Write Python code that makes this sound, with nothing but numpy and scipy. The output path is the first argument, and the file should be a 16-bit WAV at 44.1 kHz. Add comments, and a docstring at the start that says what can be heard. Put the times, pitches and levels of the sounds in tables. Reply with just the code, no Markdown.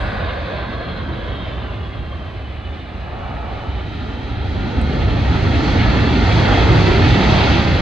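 """A brighter recorder hiss fades at the opening and leaves a faint, steady high hiss (filtered noise).
A four-engined jet transport rolls along a distant runway: its compressors, gliding blade tones, whine down
beside a fading whirr in the ducts, over soft exhaust noise. A thin whistle of narrow-band noise rises and
blurs, then the compressors spool up again; a tiny tick passes. As thrust builds and the exhausts turn this
way, roar and hiss, bands of turbulent noise, swell over the whine. Moving air makes the sound waver, and a
close reflection hollows it at slowly shifting pitches."""
import sys
import numpy as np
from scipy import signal
from scipy.fft import rfft, irfft, next_fast_len
from scipy.io import wavfile
from scipy.ndimage import uniform_filter1d, minimum_filter1d

SR = 44100
rng = np.random.default_rng(int(sys.argv[2]) if len(sys.argv) > 2 else 0)


def transcribe(u):
    """Save the signal u as a 16-bit wav file named by the first command-line argument.

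    u: samples, shape (n,) or (channels, n), limited to [-1, 1]; the rate is SR.
    q: integer samples, one column per channel.
    """
    v = np.clip(np.atleast_2d(u).T, -1, 1)
    q = np.round(v * 32767).astype(np.int16)
    wavfile.write(sys.argv[1], SR, q)


N = 344421
TIME = np.arange(N) / SR  # s
BINS = np.maximum(np.fft.rfftfreq(N, 1 / SR), 1)  # Hz


def undb(db):
    """Decibel definition: amplitude gain is ten to the power of dB / 20."""
    return 10 ** (np.asarray(db) / 20)


def curves(table):
    """Linear interpolation: each column of a table becomes a course in time."""
    s, *columns = np.transpose(table)
    return [np.interp(TIME, s, column) for column in columns]


def colour(points):
    """Spectral shaping: gain at every frequency, interpolated in dB over log frequency."""
    hz, db = np.transpose(points)
    return undb(np.interp(np.log(BINS), np.log(hz), db))


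def unit(x):
    """Normalization: scale to an rms of 1."""
    return x / np.sqrt(np.mean(x ** 2))


def walk(rate):
    """Band-limited random fluctuation: about rate turns a second, spread 1."""
    steps = signal.resample_poly(rng.standard_normal(4096), 8, 1)
    return np.interp(TIME * rate * 8 + 80, np.arange(len(steps)), steps)


def turn(at_s, over_s):
    """Smooth transition: a hyperbolic tangent step from 0 to 1."""
    return (1 + np.tanh((TIME - at_s) / over_s)) / 2


def even(pair, over_s=.3, share=.75):
    """Steady source power: dividing by the running rms tames slow surges and leaves quick flutter."""
    power = uniform_filter1d(pair[0] ** 2, int(over_s * SR)) + 1e-9
    return pair / power ** (share / 2)


# Scattered (side) over direct (mid) sound; columns: f/Hz, level/dB
SCATTERING = [(30, -17.5), (70, -19), (120, -22), (250, -15.5), (520, -4.5), (800, -5), (1080, -6),
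              (1400, -6), (1700, -3), (2050, -6), (2900, -7), (3800, -11.5), (4500, -8), (5200, 0.5),
              (9000, -8.5)]


def turbulence(spectrum):
    """Filtered white noise: a mid of one colour and a side further shaped by the scattering curve, both falling
    steeply beyond the ends; mid has spread 1."""
    beyond = np.minimum(BINS / spectrum[0][0], 1) * np.minimum(spectrum[-1][0] / BINS, 1)
    mid_gain = colour(spectrum) * beyond ** 6  # 36 dB per octave
    size = next_fast_len(N, True)
    grid = np.fft.rfftfreq(size, 1 / SR)
    gains = [np.interp(grid, BINS, gain) for gain in (mid_gain, mid_gain * colour(SCATTERING))]
    noise = rng.standard_normal((2, size))
    pair = irfft(rfft(noise) * gains, size)[:, :N]
    return pair / np.std(pair[0])


def tone(hz, width_hz, flutter_db, side_db):
    """Random modulation: noise on both quadratures of a gliding carrier smears it into a narrow band."""
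    phase = 2 * np.pi * np.cumsum(hz) / SR
    cos, sin = np.cos(phase), np.sin(phase)
    mid, side = (unit(walk(width_hz) * cos + walk(width_hz) * sin) for _ in range(2))
    return np.array([mid, side * undb(side_db)]) * undb(flutter_db * walk(5.2))


# Spectral shape of the high hiss; columns: f/Hz, relative level/dB
HIGH_HISS_SPECTRUM = [(5000, -2.5), (7200, -5.5), (8500, -2), (10000, -15), (11500, -13)]
HIGH_HISS_DB = -76  # of the steady part


def high_hiss(extra_db=16, fade_s=0.17):
    """Broadband noise: a faint steady high hiss, with brighter recorder hiss that fades at the opening."""
    return undb(HIGH_HISS_DB + extra_db * np.exp(-TIME / fade_s)) * turbulence(HIGH_HISS_SPECTRUM)


# Main blade tone of an engine at relative speed 1; columns: t/s, f/Hz
BLADE_PITCH = [(0, 4830), (.55, 4385), (.9, 4170), (1.38, 3720), (1.75, 3420), (2.15, 3160), (2.6, 2965),
               (3, 2915), (3.5, 2950), (4, 3110), (5, 3240), (7.8, 3330)]
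# The four engines; columns: relative speed slowing, relative speed spooling up,
# level slowing/dB, level spooling up/dB
ENGINES = [(1, 1, -2, -5), (.974, .972, -7.5, -6.5), (1.009, 1.022, -8, -6), (.988, 1.045, -11, -8)]
# Pitch of the main, middle and lowest blade row relative to the main tone
ROW_RATIOS = (1, .868, .8)
# Each row beams its own way; columns: t/s, main row level/dB, middle row level/dB, lowest row level/dB,
# to which the engine level is added
ROW_LEVELS = [(0, -56, -52, -57), (.3, -55.5, -53, -49), (.6, -54, -51, -51), (.87, -46.5, -53, -43.5),
              (1.15, -52.5, -52, -48), (1.4, -45.5, -42.5, -52), (1.7, -50.5, -48, -51), (2, -50, -54, -58),
              (2.3, -50.5, -54, -61), (2.6, -49, -60, -52), (3, -52.5, -53, -57), (3.5, -49.5, -57, -51.5),
              (3.9, -47, -54.5, -52), (5, -49.5, -55, -58.5), (6.2, -45, -49.5, -50.5),
              (6.55, -34.5, -46, -50), (6.9, -40.5, -49.5, -52.5), (7.8, -44, -47, -53.5)]
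SHAFT_WANDER = 0.003  # share by which each shaft's speed wavers


def compressors(width_hz=65, flutter_db=1.1, fading_db=1.1, side_db=-11.0):
    """Blade-passing tones: pitch follows shaft speed; shafts drift apart and moving air broadens the lines."""
    hz, = curves(BLADE_PITCH)
    spooling = turn(at_s=3.7, over_s=.25)
    rows_db = [db + fading_db * walk(11) for db in curves(ROW_LEVELS)]
    out = 0
    for slowing, rising, slowing_db, rising_db in ENGINES:
        mean_speed = slowing + (rising - slowing) * spooling
        speed = mean_speed * (1 + SHAFT_WANDER * walk(9))
        engine_db = slowing_db + (rising_db - slowing_db) * spooling
        for ratio, row_db in zip(ROW_RATIOS, rows_db):
            line = tone(hz * speed * ratio, width_hz, flutter_db, side_db)
            out = out + undb(engine_db + row_db) * line
    return out


# Loudness of the jets, sinking as they idle and climbing with thrust; columns: t/s, level/dB
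JET_LEVEL = [(0, -38), (0.2, -37), (1.0, -41.5), (1.5, -41.8), (2.0, -45.5), (2.8, -46.5), (3.4, -45),
             (4.4, -41.5), (5.0, -36.5), (5.8, -30), (6.22, -30), (6.46, -27.5), (7.1, -27.5),
             (7.45, -27.5), (7.63, -29.5), (7.81, -30)]
FULL_THRUST_DB = -27  # reference for JET_LEVEL


def thrust_db():
    """Relative level: loudness of the jets with respect to full thrust."""
    return curves(JET_LEVEL)[0] - FULL_THRUST_DB


def resonance(hz, level_db, width_hz, side_db):
    """Resonance: noise concentrated in a band round a moving centre frequency."""
    return undb(level_db) * even(tone(hz, width_hz, flutter_db=1.0, side_db=side_db))


# Hollow howl of the ducts; columns: t/s, f/Hz
HOWL_PITCH = [(0, 638.4), (.7, 635.7), (3.3, 790.3), (7.8, 849.4)]
WHIRR_HZ, WHIRR_SAG_HZ_PER_S = 1632, 33  # pitch at the start and its fall
WHIRR_DB, WHIRR_FADE_DB_PER_S, WHIRR_END_S = -37.5, 5.5, 1.83  # level at the start, decay, final drop
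DRONE_HZ, DRONE_RISE_HZ, DRONE_RISE_S = 263.6, 38.9, 6.5  # steps up as full thrust is reached
# level in the drone's beam, and the changes before the beam arrives and once it has passed
DRONE_DB, DRONE_ASIDE_DB, DRONE_THIN_DB = -24.5, -24.5, -6.5


def ducts(howl_db=-35, howl_follow=0.68, whirr_drop_db=-25):
    """Duct resonance: a whirr that dies away, a howl that follows thrust and a drone that swells and steps up."""
    drone_hz = DRONE_HZ + DRONE_RISE_HZ * turn(DRONE_RISE_S, over_s=.4)
    drone_db = DRONE_DB + DRONE_ASIDE_DB * (1 - turn(at_s=4.22, over_s=0.98))
    drone_db = drone_db + DRONE_THIN_DB * turn(at_s=6.07, over_s=.2)
    whirr_hz = WHIRR_HZ - WHIRR_SAG_HZ_PER_S * TIME
    whirr_db = WHIRR_DB - WHIRR_FADE_DB_PER_S * TIME + whirr_drop_db * turn(WHIRR_END_S, over_s=0.23)
    howl_hz, = curves(HOWL_PITCH)
    drone = resonance(drone_hz, drone_db, width_hz=80, side_db=-11.5)
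    howl = resonance(howl_hz, howl_db + howl_follow * thrust_db(), width_hz=220, side_db=-8.0)
    whirr = resonance(whirr_hz, whirr_db, width_hz=220, side_db=-9.0)
    return drone + howl + whirr


# Close reflection; columns: t/s, delay/ms, strength (0-1, before each layer's share of it)
REFLECTION = [(0, 2.29, 0.4), (1.2, 2.2, 0.06), (2, 2.17, 0.18), (3, 2.0, .28), (4, 1.87, 0.47),
              (6, 1.85, 0.36), (7.8, 1.82, 0.17)]


def eddies(spectrum, level_db, waver_db, waver_rate, reflect, count=6, stray=0.11, stray_rate=9):
    """Comb filtering: an inverted echo, of share reflect, hollows the noise of one size of eddies."""
    mid, side = turbulence(spectrum)
    delay_ms, strength = curves(REFLECTION)
    mid = mid - reflect * strength * np.interp(TIME - delay_ms / 1000, TIME, mid)
    # stray paths through moving air come and go, so neighbouring pitches swell apart
    lags = rng.integers(SR // 4000, SR // 150, count)  # samples
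    strays = sum(walk(stray_rate) * np.pad(mid, (lag, 0), "reflect")[:N] for lag in lags)
    mid = unit(mid + stray * strays)
    return even(np.array([mid, side])) * undb(level_db + waver_db * walk(waver_rate))


def beam(full_db, follow, aside_db, at_s, over_s):
    """Directivity: level follows thrust (dB per dB), offset by aside_db until the beam reaches the listener."""
    return full_db + follow * thrust_db() + aside_db * (1 - turn(at_s, over_s))


# Level of the deep roar, which the exhausts beam backwards; columns: t/s, level/dB
ROAR_LEVEL = [(0, -26.5), (0.4, -29), (0.8, -28.5), (1.25, -26.5), (2.0, -32.5), (2.9, -33), (3.7, -30.5),
              (4.35, -28), (4.65, -22.5), (5.1, -20), (5.9, -15.0), (6.25, -14.5), (6.85, -12),
              (7.25, -12.5), (7.81, -18.5)]
FULL_BASS_DB = -14  # reference for ROAR_LEVEL


def bass_db():
    """Relative level: the deep roar with respect to its reference."""
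    return curves(ROAR_LEVEL)[0] - FULL_BASS_DB


# Spectral shapes of the exhaust layers, from the largest eddies to the finest;
# columns of each: f/Hz, relative level/dB
RUMBLE_SPECTRUM = [(15, -23.5), (27, -14), (40, -15.5), (52, -1), (63, 1.5), (78, -1), (92, -7),
                   (130, -21.5)]
ROAR_SPECTRUM = [(62, -20.5), (85, 2.5), (103, 4.5), (135, -1), (175, -2), (230, -5), (280, -7.5),
                 (355, -7), (450, -14.5), (700, -27.5)]
RUSH_SPECTRUM = [(280, -26.5), (400, 0.5), (540, 5), (660, 1), (850, -1.5), (1080, -2), (1400, -3),
                 (1650, -5), (1900, -11), (2700, -31.5)]
HISS_SPECTRUM = [(1300, -9.5), (1880, 2.5), (2200, 3), (2410, -1), (2640, 2.3), (2940, -4), (3280, 0.5),
                 (3720, -2.5), (4080, -2.5), (4480, -11.5), (4750, -17), (5100, -19.5), (6000, -46.5)]
SIZZLE_SPECTRUM = [(3400, -19), (4400, 11.5), (4900, 3.5), (5250, -1), (6100, -1), (7000, -9), (7800, -16),
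                   (8800, -43.5), (13000, -30.5)]
# Rumble of the largest eddies; columns: t/s, level/dB
RUMBLE_LEVEL = [(0, -22.5), (.35, -26.5), (.8, -30), (1.15, -27.5), (1.9, -28), (2.9, -30), (3.75, -25),
                (4.2, -28), (4.5, -23.5), (4.72, -23), (5.05, -17), (5.9, -18), (6.12, -19), (6.55, -17),
                (7.25, -18), (7.81, -19.5)]
ROAR_DB = -15  # where the deep roar meets its reference


def exhaust():
    """Jet mixing noise: large eddies rumble, smaller ones roar and hiss, each with its own directivity."""
    rumble_db, = curves(RUMBLE_LEVEL)
    roar_db = ROAR_DB + bass_db()
    rush_db = beam(full_db=-22.5, follow=0.88, aside_db=2.5, at_s=1.4, over_s=0.73)
    hiss_db = beam(full_db=-24.5, follow=1.0, aside_db=-1, at_s=5.6, over_s=0.91)
    sizzle_db = beam(full_db=-36.5, follow=1.04, aside_db=-12.0, at_s=3.17, over_s=2.6)
    rumble = eddies(RUMBLE_SPECTRUM, rumble_db, waver_db=0.5, waver_rate=7.5, reflect=.05)
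    roar = eddies(ROAR_SPECTRUM, roar_db, waver_db=0.82, waver_rate=18, reflect=0.092)
    rush = eddies(RUSH_SPECTRUM, rush_db, waver_db=0.78, waver_rate=28, reflect=1)
    hiss = eddies(HISS_SPECTRUM, hiss_db, waver_db=0.87, waver_rate=28, reflect=0.044,
                  stray=.15, stray_rate=14)
    sizzle = eddies(SIZZLE_SPECTRUM, sizzle_db, waver_db=1.1, waver_rate=11, reflect=.1)
    return rumble + roar + rush + hiss + sizzle


# Brief or slow swells of single ranges of pitches;
# columns: t/s, half length/s, centre f/Hz, half width/octaves, gain/dB
SWELLS = [(0.1, .2, 910, 1.4, 2), (0.1, .25, 190, .3, 5), (0.562, 0.1, 664, 0.89, 3.5),
          (1.4, 0.25, 340, 0.42, 2.5), (1.7, 0.95, 1066, 0.17, 3), (1.904, 0.32, 103, 0.4, 5),
          (3.397, 0.35, 820, 0.76, 8), (4.65, 1, 105, 0.31, 3.5), (4.93, 0.31, 530, .35, 4),
          (6.6, 0.27, 851, 1, 2), (7.4, 0.18, 800, 0.49, 4.5), (7.462, 0.18, 3410, .8, 3.5)]


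def swell_ranges(sound):
    """Time-varying equalization: brief or slow swells, each lifting one range of pitches."""
    size = next_fast_len(N, True)
    spectrum = rfft(sound, size)
    grid = np.maximum(np.fft.rfftfreq(size, 1 / SR), 1)
    out = sound
    for s, half, hz, octaves, db in SWELLS:
        band_gain = np.exp(-np.square(np.log2(grid / hz) / octaves))
        band = irfft(spectrum * band_gain, size)[:, :N]
        swell_db = db * np.exp(-np.abs((TIME - s) / half) ** 2.8)  # a bell with a flattened top
        out = out + (undb(swell_db) - 1) * band
    return out


# Whistle that rises ahead of the spool-up; columns: t/s, f/Hz, level/dB
WHISTLE = [(1.9, 3220, -70), (2.4, 3334, -64), (2.65, 3494, -57), (2.85, 3650, -56), (3.2, 3690, -62),
           (4, 3820, -51.5), (5, 4080, -47.5), (5.85, 4340, -42), (7.8, 4405, -44)]


def whistle(blur_s=3.0):
    """Spectral broadening: a thin rising whistle crossfades into a wider band of hiss at the same pitch."""
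    hz, level_db = curves(WHISTLE)
    blur = turn(blur_s, over_s=.12)
    thin = tone(hz, width_hz=59, flutter_db=2.0, side_db=-10.5)
    broad = tone(hz, width_hz=480, flutter_db=1.0, side_db=-5)
    return undb(level_db) * ((1 - blur) * thin + blur * broad)


TICK_S, TICK_HZ, TICK_DB = 4.814, 8460, -42  # onset, spectral peak, level of the main burst at onset


def tick(ring_s=0.00169, tail_s=0.014, tail_db=-19):
    """Exponential decay: a tiny, bright noise burst close to the microphone, with a weaker, longer tail."""
    age = np.maximum(TIME - TICK_S, 0)
    decay = np.exp(-age / ring_s) + undb(tail_db) * np.exp(-age / tail_s)
    envelope = (age > 0) * decay
    return undb(TICK_DB) * envelope * turbulence([(6500, -15), (TICK_HZ, 0), (9500, -10), (11500, -20)])


# Lead of the right port over the left; columns: f/Hz, phase/rad
PORT_PHASE = [(30, 0.29), (200, 0.33), (520, 0.32), (780, 0.35), (1200, 0.54), (1650, 0.74), (2150, 0.83),
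              (2500, .25), (2840, .65), (3100, .15), (4550, -0.14), (5170, 1.5), (6100, -1), (7100, 1.7)]
# Left port over right port; columns: f/Hz, level/dB
PORT_BALANCE = [(30, -2), (80, -1.2), (170, -1.5), (350, -0.5), (700, -1.4), (1400, -.5), (2800, -.8),
                (6000, -2)]


def ports(mid, side):
    """Phase and level differences: two microphone ports hear out of step, the right a little louder."""
    size = next_fast_len(N, True)
    grid = np.fft.rfftfreq(size, 1 / SR)
    lead = np.interp(grid, *np.transpose(PORT_PHASE))
    # a phase step between the ports is a quarter-turned copy of the mid in the side
    side = side - irfft(1j * np.tan(lead / 2) * rfft(mid, size), size)[:N]
    tilt = np.sqrt(np.interp(grid, BINS, colour(PORT_BALANCE)))  # half the balance for each port
    left_right = rfft(np.array([mid + side, mid - side]), size)
    return irfft(left_right * [tilt, 1 / tilt], size)[:, :N]


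def scene():
    """Superposition: the aircraft, the tick and the high hiss add up at the microphone ports."""
    jets = swell_ranges(exhaust() + ducts())
    mid, side = jets + compressors() + whistle() + tick() + high_hiss()
    return ports(mid, side)


CEILING, TOP_HZ = .94, 11500  # limiter threshold (full scale 1), low-pass edge


def record(dry):
    """Limiting and low-pass filtering: gain eases down the highest peaks, soft ends, and the top is cut."""
    room = CEILING / np.maximum(np.abs(dry).max(axis=0), CEILING)
    gain = uniform_filter1d(minimum_filter1d(room, size=881), size=441)  # 20 ms hold, 10 ms smoothing
    ends = np.minimum(np.minimum(TIME, TIME[-1] - TIME) / .003, 1)  # 3 ms fades
    low_pass = signal.ellip(8, .2, 70, TOP_HZ, fs=SR, output="sos")
    return signal.sosfilt(low_pass, dry * gain * ends)


dry = scene()
out = record(dry)
transcribe(out)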